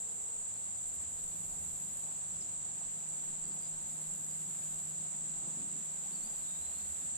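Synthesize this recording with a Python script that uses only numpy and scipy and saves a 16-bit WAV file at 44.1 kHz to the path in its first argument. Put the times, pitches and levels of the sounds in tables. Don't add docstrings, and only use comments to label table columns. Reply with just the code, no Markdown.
import sys
import numpy as np
from scipy import signal
from scipy.fft import rfft, irfft, next_fast_len
from scipy.io import wavfile
from scipy.ndimage import uniform_filter1d

SR = 44100
rng = np.random.default_rng(int(sys.argv[2]) if len(sys.argv) > 2 else 0)


def wav_record(signal):
    frames = np.transpose(np.atleast_2d(signal))
    bounded = np.clip(frames, -1, 1)
    quanta = np.round(bounded * 32767).astype(np.int16)
    wavfile.write(sys.argv[1], SR, quanta)


N = 316197
TIME_S = np.arange(N) / SR
FFT_SIZE = next_fast_len(N)
HZ = np.maximum(np.fft.rfftfreq(FFT_SIZE, 1 / SR), 1)


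# frequency in Hz, likeness from 0 to 1,
# phase by which left leads in radians, left minus right in dB.
PORTS = [(25, 0.7, 1, -8), (105, 0.6, 1, 0), (335, 0.67, -0.4, -1.5), (745, 0.17, 0.93, -0.5),
         (1420, 0.37, 3, 3.5), (1980, 0.07, 5.5, 0.5), (2740, 0.48, 6.5, 0.5), (3570, 0.22, 7.5, 0),
         (3620, 0.2, 10, -1.5), (4570, 0.6, 6.5, 0), (5500, 0.22, 8.5, 2), (6300, 0.1, 10, 0),
         (7510, 0.37, 9.5, -1), (8350, 0.52, 9.5, -1.5), (8430, 0.32, 8.5, -1), (9080, 0.48, 9, -3),
         (10000, 0.45, 6, -1), (9970, 0.25, 8.5, 5), (11300, 0.4, 10.5, -3), (13200, 0.1, 15, 2),
         (14800, 0.5, 7, 1)]
ECHO_T60_S = .3

# time in s, level in dB.
BREEZE_SPECTRUM = [(12, -10), (24, -7), (35, 4), (50, -3), (80, -5)]
BREEZE_LEVEL = [(0, -74), (.7, -76), (1.4, -72), (3.4, -74), (4.4, -78), (5.7, -78), (6.6, -74),
                (7.17, -75)]
# time in s, level in dB.
RUMBLE_SPECTRUM = [(40, -15), (70, -29), (130, -5.5), (200, 2), (260, -6), (380, -9.5), (600, -42)]
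RUMBLE_LEVEL = [(0, -64.5), (.8, -66), (1.6, -64), (3.0, -63.5), (4.1, -61), (4.5, -63), (5.2, -64),
                (5.45, -59), (5.68, -55.5), (5.85, -63.5), (6.3, -60.5), (6.9, -64), (7.17, -60)]
# middle in s, spread in s, rise in dB.
ROAR_SPECTRUM = [(250, -10.5), (420, -3.5), (550, -2), (750, 1), (950, -3.5), (1300, -8.5), (2000, -42)]
ROAR_SWELLS = [(0.243, .15, 1), (1.53, 0.051, 2.5), (2.07, 0.059, 4), (2.817, 0.013, 6.5), (3.578, 0.07, 3),
               (3.99, 0.037, 3.5), (5.45, 0.085, 3.5), (5.617, 0.061, 1.5), (6.31, 0.036, 4),
               (6.698, .04, 2.5)]
ROAR_DB, ROAR_FOLLOWS = -63, 0.029
RUSTLE_SPECTRUM = [(500, -11), (1000, -2), (1400, 2.5), (2280, -2), (3300, -1), (3850, 2.5), (4300, -2.5),
                   (4700, -4), (5600, -2.5), (6500, -16), (8000, -25)]
RUSTLE_DB, RUSTLE_RISE_DB_PER_S = -63, 0.39
# middle in s, pitch in Hz, strength in dB.
THUDS = [(.4, 22, -61), (.88, 28, -59), (1.26, 22, -55), (1.52, 25, -55), (1.63, 27, -64), (2.32, 22, -65),
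         (2.87, 25, -64), (3.32, 22, -57), (3.43, 22, -58), (3.76, 27, -58), (4.1, 22, -60),
         (4.73, 24, -61), (5.21, 32, -61), (5.35, 28, -66), (6.24, 27, -61)]
THUD_S = 0.043

# pitch in Hz, pitch waver in Hz, level waver in dB,
# level at the start in dB, change in dB per s.
HUM = [(183.8, 2.4, 4.5, -73.5, 0.5)]
# time in s, level in dB.
LOW_HUM_LEVEL = [(0, -70.5), (.4, -70), (.65, -65.5), (1.0, -69.5), (1.65, -67), (2.15, -70), (2.65, -66),
                 (3.4, -78.5), (4.5, -73.5), (5.5, -85), (7.17, -84)]
LOW_HUM_HZ, LOW_HUM_WAVER_HZ, LOW_HUM_WAVER_DB = 106.4, 0.7, 2.0
# time in s, level in dB.
HIGH_HUM_LEVEL = [(0, -70.5), (.35, -71.5), (.75, -86), (1.0, -75), (1.6, -76), (1.85, -82), (2.15, -83),
                  (2.5, -82), (7.17, -87)]
HIGH_HUM_HZ, HIGH_HUM_WAVER_HZ, HIGH_HUM_WAVER_DB = 462, 1.0, 1.2
# time in s, level in dB.
DRONE_LEVEL = [(0, -69.5), (1.0, -72.5), (1.3, -60), (2.15, -66), (2.7, -62.5), (3.6, -61), (4.1, -58),
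               (5.4, -59.5), (6.4, -64.5), (6.8, -69.5), (7.17, -67)]
DRONE_HZ, DRONE_WAVER_HZ, DRONE_WAVER_DB = 156.6, 0.27, 2
# multiple of its cycle, relative level in dB.
CHUG_ORDERS = [(5.0, -7), (6.0, 0), (7.0, -4)]
# time in s, level in dB.
CHUG_LEVEL = [(0, -77), (1.4, -68), (2.4, -79), (3.4, -81), (4.6, -74), (6.0, -83), (6.5, -73.5),
              (6.85, -65.5), (7.17, -71.5)]
CYCLE_HZ, CYCLE_WAVER_HZ = 13.0, 0.048

# start in s, length in s, first pitch in Hz, last pitch in Hz, level in dB.
PLOP = (6.03, 0.05, 620, 900, -62)
# pitch in Hz, phase by which left leads in radians, left minus right in dB.
PLOP_PORTS = [(620, .8, 0), (900, 1.1, 0)]
# middle in s, pitch in Hz, spread in s,
# left peak in dB, right peak in dB.
TACKLE = (6.8125, 4850, .0012, -62, -55)

# time in s, level in dB.
FAR_KATYDID_LEVEL = [(0, -65), (.3, -68), (.9, -70), (2.1, -65.5), (2.35, -69.5), (2.54, -74), (2.8, -69),
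                     (3.07, -65.5), (3.3, -67), (3.45, -74), (4.0, -70), (5.0, -68.5), (7.17, -70)]
FAR_KATYDID_SPECTRUM = [(9300, -29), (9800, -7), (10600, 4.5), (11000, -1), (11800, 2.5), (12600, -2.5),
                        (13600, -4), (14800, -31)]
HIGHER_DB, HIGHER_FOLLOW = -70, 0.54

# start in s, length in s, first pitch in Hz,
# last pitch in Hz, level in dB.
PEEPS = [(3.425, .06, 4690, 4685, -74), (3.487, .045, 4695, 4680, -71), (3.548, .03, 4880, 4890, -75),
         (3.6, .09, 4893, 4898, -65.5), (4.294, .028, 4825, 4840, -68.5)]
RISE_SHARE, FALL_SHARE, EDGE_DB = .4, .25, -10
# time in s, pitch in Hz, level in dB.
CHIP = [(2.401, 6150, -70), (2.406, 5930, -60), (2.412, 5620, -58), (2.42, 5200, -54), (2.425, 4880, -59),
        (2.429, 4420, -64), (2.433, 4000, -74)]
# time in s, pitch in Hz, level in dB.
SONG = [
    [(6.114, 3980, -70), (6.126, 4300, -67), (6.14, 4540, -67), (6.155, 4630, -59), (6.168, 4420, -63),
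     (6.18, 4100, -68), (6.184, 4500, -74), (6.2, 4520, -69), (6.215, 4420, -72)],
    [(6.217, 4180, -68), (6.23, 4430, -64), (6.25, 4655, -57), (6.265, 4735, -63), (6.29, 4755, -68.5),
     (6.32, 4760, -71), (6.355, 4770, -67), (6.395, 4640, -72), (6.415, 4252, -73), (6.432, 4040, -66),
     (6.447, 3960, -67), (6.462, 3800, -64), (6.48, 3745, -64), (6.525, 3725, -63), (6.565, 3773, -63),
     (6.595, 3897, -69), (6.63, 4050, -65), (6.66, 4095, -66), (6.72, 4105, -71), (6.765, 4200, -70),
     (6.795, 4230, -68.5), (6.85, 4225, -73), (6.93, 4260, -80)],
]
# pitch in Hz, phase by which left leads in radians,
# left minus right in dB.
PEEP_PORTS = [(4690, 1, 9), (4890, .5, 4)]
CHIP_PORTS = [(4000, -1.6, -2), (5000, -2.2, -2), (6200, -1.9, -3)]
SONG_PORTS = [(3730, 2.3, 3), (3800, 2.5, -3), (3950, 3.9, 0), (4060, 4.7, 5), (4210, 6.5, 4),
              (4430, 5.0, 0), (4620, 7.3, 4.5), (4770, 4.9, 7)]

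# middle in s, level in dB, extra treble in dB.
TICKS = [(.817, -62, 0), (.885, -57, 1), (.95, -56, 0), (1.018, -58, 0), (2.451, -67, -2), (2.521, -64, 0),
         (2.76, -69, 0), (2.846, -69, 0), (3.481, -61, 0), (3.55, -56.5, -1), (3.618, -55.5, -2),
         (3.688, -57, 0), (5.55, -71, 3), (5.792, -58.5, -5), (5.853, -57, -4), (5.913, -58, -5)]
TICK_TREBLE_HZ = 11300
# start in s, end in s, level in dB before strokes and fades,
# wing resonance in Hz.
BUZZES = [(1.063, 2.05, -56.5, 10500), (3.753, 4.933, -56.5, 10600), (5.938, 7.097, -57, 10550)]
WING_SPECTRUM = [(9000, -8), (9400, -1), (9700, -11), (10050, 1), (10400, -1), (10900, -0.5), (11300, -3.5),
                 (11700, -8), (12300, -5.5), (13000, -8), (13900, -13), (14800, -49)]
SWELL_DB, SWELL_S, STOP_S = 14, 0.09, 0.024
STROKES_PER_S, TIRE_PER_S, TIRE_S, TIRE_DB = 47.8, 2.0, .15, 1.5
RING_HZ_WIDE, RING_DB = 70, 6

# time in s, level in dB.
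CHOIR_LEVEL = [(0, -39.5), (3.0, -40), (3.2, -39), (3.6, -40), (5.2, -39), (6.8, -39.5), (7.17, -38.5)]
CHOIR_SPECTRUM = [(5800, -33), (6320, -24), (6700, -13), (7060, -1.5), (7300, 2.5), (7550, 3), (7780, 5.5),
                  (7960, 0), (8080, -5), (8230, -3.5), (8450, -13), (8800, -13.5), (9100, -17),
                  (9300, -34.5), (9600, -46)]
CHIRP_HZ, CHIRP_WAVER_HZ = 47, 0.8

MIC_HISS_SPECTRUM = [(8000, -5), (12000, -3), (14500, 18), (17000, -21)]
MIC_HISS_DB, CUTOFF_HZ = -81.5, 15750


def amp(db):
    return 10 ** (np.asarray(db) / 20)


def in_time(rows):
    s, *columns = np.transpose(rows)
    return [np.interp(TIME_S, s, column) for column in columns]


def on_hz(points):
    hz, *columns = np.transpose(points)
    return [np.interp(np.log(HZ), np.log(hz), column) for column in columns]


def closed(points):
    return amp(on_hz(points)[0]) * (HZ >= points[0][0]) * (HZ <= points[-1][0])


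def drift(rate):
    step = 40
    pole = np.exp(-2 * step * np.pi * rate / SR)
    chance = rng.standard_normal(N // step + 2002)
    slow = signal.lfilter([1], [1, -2 * pole, pole * pole], chance)[2000:]
    return np.interp(np.arange(N) / step, np.arange(len(slow)), slow / slow.std())


def strokes(per_s, depth, start):
    depth = np.clip(depth, 0, 1)
    return 1 - depth + depth * np.sin(np.pi * (start + np.cumsum(per_s) / SR)) ** 2


def at_ports(gain, colour):
    alike, lead, balance_db = on_hz(PORTS)
    alike = np.clip(alike, 0, 1)
    even_colour = colour / np.sqrt(np.mean(colour ** 2))
    left, other = rfft(gain * rng.standard_normal((2, N)), FFT_SIZE) * even_colour
    right = alike * np.exp(-1j * lead) * left + np.sqrt(1 - alike ** 2) * other
    return irfft([left * amp(balance_db / 2), right * amp(-balance_db / 2)], FFT_SIZE)[:, :N]


def trees(x, t60, wet_db):
    t = np.arange(SR // 2) / SR
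    tail = rng.standard_normal((2, len(t))) * amp(-60 * t / t60) * np.minimum(t / 0.00037, 1)
    tail = tail / np.sqrt(np.sum(tail ** 2, axis=1, keepdims=True))
    return x + amp(wet_db) * signal.fftconvolve(x, tail, axes=1)[:, :N]


def glide(start, length, first_hz, last_hz, level_db):
    shape = ((0, EDGE_DB), (RISE_SHARE, 0), (1 - FALL_SHARE, 0), (1, EDGE_DB))
    return [(start + k * length, first_hz + k * (last_hz - first_hz), level_db + db) for k, db in shape]


def whistle(note, waver_hz, ports):
    hz, level_db = in_time(note)
    hz = uniform_filter1d(hz, size=100) + waver_hz
    at, lead, balance_db = np.transpose(ports)
    sides = np.array([[.5], [-.5]])
    phase = 2 * np.pi * np.cumsum(hz) / SR + sides * np.interp(hz, at, lead)
    gain = amp(level_db + sides * np.interp(hz, at, balance_db))
    sounding = (TIME_S >= note[0][0]) * (TIME_S <= note[-1][0])
    return sounding * np.sqrt(2) * gain * np.sin(phase)


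def hush(puff_db, gust_db, puff_alike):
    puffs = amp(in_time(BREEZE_LEVEL)[0] + puff_db * drift(6.5))
    opposite = at_ports(puffs, closed(BREEZE_SPECTRUM)) * [[1], [-1]]
    breeze = at_ports(puffs, closed(BREEZE_SPECTRUM)) + np.clip(1 - puff_alike, 0, 1) * opposite

    rumble_db, = in_time(RUMBLE_LEVEL)
    rumble = at_ports(amp(rumble_db + gust_db * drift(5.5)), closed(RUMBLE_SPECTRUM))

    roar_db = ROAR_DB + ROAR_FOLLOWS * (rumble_db - rumble_db.mean())
    for s, spread, rise_db in ROAR_SWELLS:
        roar_db = roar_db + rise_db * np.exp(-((TIME_S - s) / spread) ** 2)
    roar = at_ports(amp(roar_db + .4 * drift(7.0)), closed(ROAR_SPECTRUM))

    rustle_db = RUSTLE_DB + RUSTLE_RISE_DB_PER_S * TIME_S
    rustle = at_ports(amp(rustle_db + 0.65 * drift(25.0)), closed(RUSTLE_SPECTRUM))
    return breeze + rumble + roar + rustle


def thuds():
    out = 0
    for (s, hz, strength_db), side in zip(THUDS, rng.standard_normal((len(THUDS), 2, 1))):
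        t = TIME_S - s
        push = np.exp(-(t / THUD_S) ** 2) * np.sin(2 * np.pi * hz * t + 0.45 * side)
        out = out + amp(strength_db) * push
    return out


def motors():
    tones = [(hz, waver_hz, waver_db, db + slope * TIME_S) for hz, waver_hz, waver_db, db, slope in HUM]
    tones += [(LOW_HUM_HZ, LOW_HUM_WAVER_HZ, LOW_HUM_WAVER_DB, *in_time(LOW_HUM_LEVEL)),
              (HIGH_HUM_HZ, HIGH_HUM_WAVER_HZ, HIGH_HUM_WAVER_DB, *in_time(HIGH_HUM_LEVEL)),
              (DRONE_HZ, DRONE_WAVER_HZ, DRONE_WAVER_DB, *in_time(DRONE_LEVEL))]
    out = 0
    for hz, waver_hz, waver_db, level_db in tones:
        turns = np.cumsum(hz + waver_hz * drift(2.18)) / SR
        out = out + np.sqrt(2) * amp(level_db + waver_db * drift(10.3)) * np.sin(2 * np.pi * turns)
    return out * amp([[-.6], [.6]])


def chug(waver_db):
    turns = np.cumsum(CYCLE_HZ + CYCLE_WAVER_HZ * drift(0.83)) / SR + rng.random()
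    tones = 0
    for multiple, db in CHUG_ORDERS:
        gain = np.sqrt(2) * amp(db + waver_db * drift(3.3))
        tones = tones + gain * np.sin(2 * np.pi * multiple * turns)
    return amp(in_time(CHUG_LEVEL)[0]) * tones


def plop():
    return whistle(glide(*PLOP), 0, PLOP_PORTS)


def tackle():
    s, hz, spread, *peak_db = TACKLE
    t = TIME_S - s
    return amp(peak_db)[:, None] * np.exp(-(t / spread) ** 2) * np.sin(2 * np.pi * hz * t)


def far_katydids(flicker_db, split_hz):
    high = 1 / (1 + (split_hz / HZ) ** 20)
    colour = closed(FAR_KATYDID_SPECTRUM)
    lower_db, = in_time(FAR_KATYDID_LEVEL)
    higher_db = HIGHER_DB + HIGHER_FOLLOW * (lower_db - lower_db.mean())
    lower = at_ports(amp(lower_db + flicker_db * drift(31)), colour * np.sqrt(1 - high))
    higher = at_ports(amp(higher_db + flicker_db * drift(31)), colour * np.sqrt(high))
    return lower + higher


def birds(flutter_db, waver_hz, song_wet_db, wet_db):
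    flutter = amp(flutter_db * (drift(60) + .6 * np.array([drift(25), drift(25)])))
    waver = waver_hz * (drift(25) + drift(120))
    husk = amp(1.8 * np.array([drift(110), drift(110)]))
    gaps = amp(-1.5 + 1.8 * np.array([drift(18), drift(18)]))
    song = husk * gaps * sum(whistle(note, waver, SONG_PORTS) for note in SONG)
    peeps = sum(whistle(glide(*call), 0, PEEP_PORTS) for call in PEEPS)
    chip = husk * whistle(CHIP, 0, CHIP_PORTS)
    peeps_and_chip = trees(flutter * (peeps + chip), ECHO_T60_S, wet_db)
    return trees(flutter * song, ECHO_T60_S, song_wet_db) + peeps_and_chip


def katydid_ticks(teeth, tick_s):
    wing = closed(WING_SPECTRUM)
    low, high = 0, 0
    for s, db, lift_db in TICKS:
        stroke = np.exp(-((TIME_S - s) / tick_s) ** 2)
        low = low + amp(db) * stroke
        high = high + amp(db + lift_db) * stroke
    ticks = 0
    for gain, part in ((low, HZ < TICK_TREBLE_HZ), (high, HZ >= TICK_TREBLE_HZ)):
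        share = np.sqrt(np.mean((wing * part) ** 2) / np.mean(wing ** 2))
        ticks = ticks + at_ports(gain * teeth, wing * part) * share
    return trees(ticks, ECHO_T60_S, wet_db=-5.0)


def katydid_buzzes(teeth, depth):
    out = 0
    for start, end, level_db, ring_hz in BUZZES:
        sounding = (TIME_S >= start) & (TIME_S <= end)
        tired = np.exp(np.minimum(TIME_S - end, 0) / TIRE_S)
        swell_db = -SWELL_DB * np.exp(-np.maximum(TIME_S - start, 0) / SWELL_S)
        stop = np.clip((end - TIME_S) / STOP_S, 0, 1) ** 2
        wings = strokes((STROKES_PER_S - TIRE_PER_S * tired) * sounding, depth, 0)
        level = amp(level_db + swell_db - TIRE_DB * tired + 0.94 * drift(12))
        ring = amp(RING_DB * np.exp(-((HZ - ring_hz) / RING_HZ_WIDE) ** 2))
        out = out + at_ports(sounding * level * stop * wings * teeth, closed(WING_SPECTRUM) * ring)
    return out


def katydid(depth, tick_s):
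    teeth = amp(1.0 * drift(400))
    return katydid_ticks(teeth, tick_s) + katydid_buzzes(teeth, depth)


def crickets(depth, count):
    colour = closed(CHOIR_SPECTRUM)
    centres = np.linspace(5600, 9800, count)
    per_s = CHIRP_HZ + CHIRP_WAVER_HZ * drift(0.69)
    out = 0
    for hz, lag in zip(centres, rng.normal(0, 0.059, count)):
        distance = np.clip((HZ - hz) / (centres[1] - centres[0]), -1, 1)
        share = colour * np.cos(np.pi / 2 * distance)
        gain = strokes(per_s, depth, lag)
        out = out + at_ports(gain, share) * np.sqrt(np.mean(share ** 2) / np.mean(gain ** 2))
    return amp(in_time(CHOIR_LEVEL)[0]) * out / np.sqrt(np.mean(colour ** 2))


def scene():
    far = hush(puff_db=4.5, gust_db=2.06, puff_alike=0.65) + thuds() + motors() + chug(waver_db=5.5)
    small = plop() + tackle()
    calls = birds(flutter_db=1.0, waver_hz=18, song_wet_db=-7.0, wet_db=-8.0)
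    insects = far_katydids(flicker_db=1.4, split_hz=10500) + katydid(depth=0.49, tick_s=0.011)
    return far + small + calls + insects + crickets(depth=0.15, count=14)


def record(dry):
    heard = dry + at_ports(amp(MIC_HISS_DB), closed(MIC_HISS_SPECTRUM))
    return signal.sosfilt(signal.ellip(14, .5, 60, CUTOFF_HZ, fs=SR, output="sos"), heard)


dry = scene()
out = record(dry)
wav_record(out)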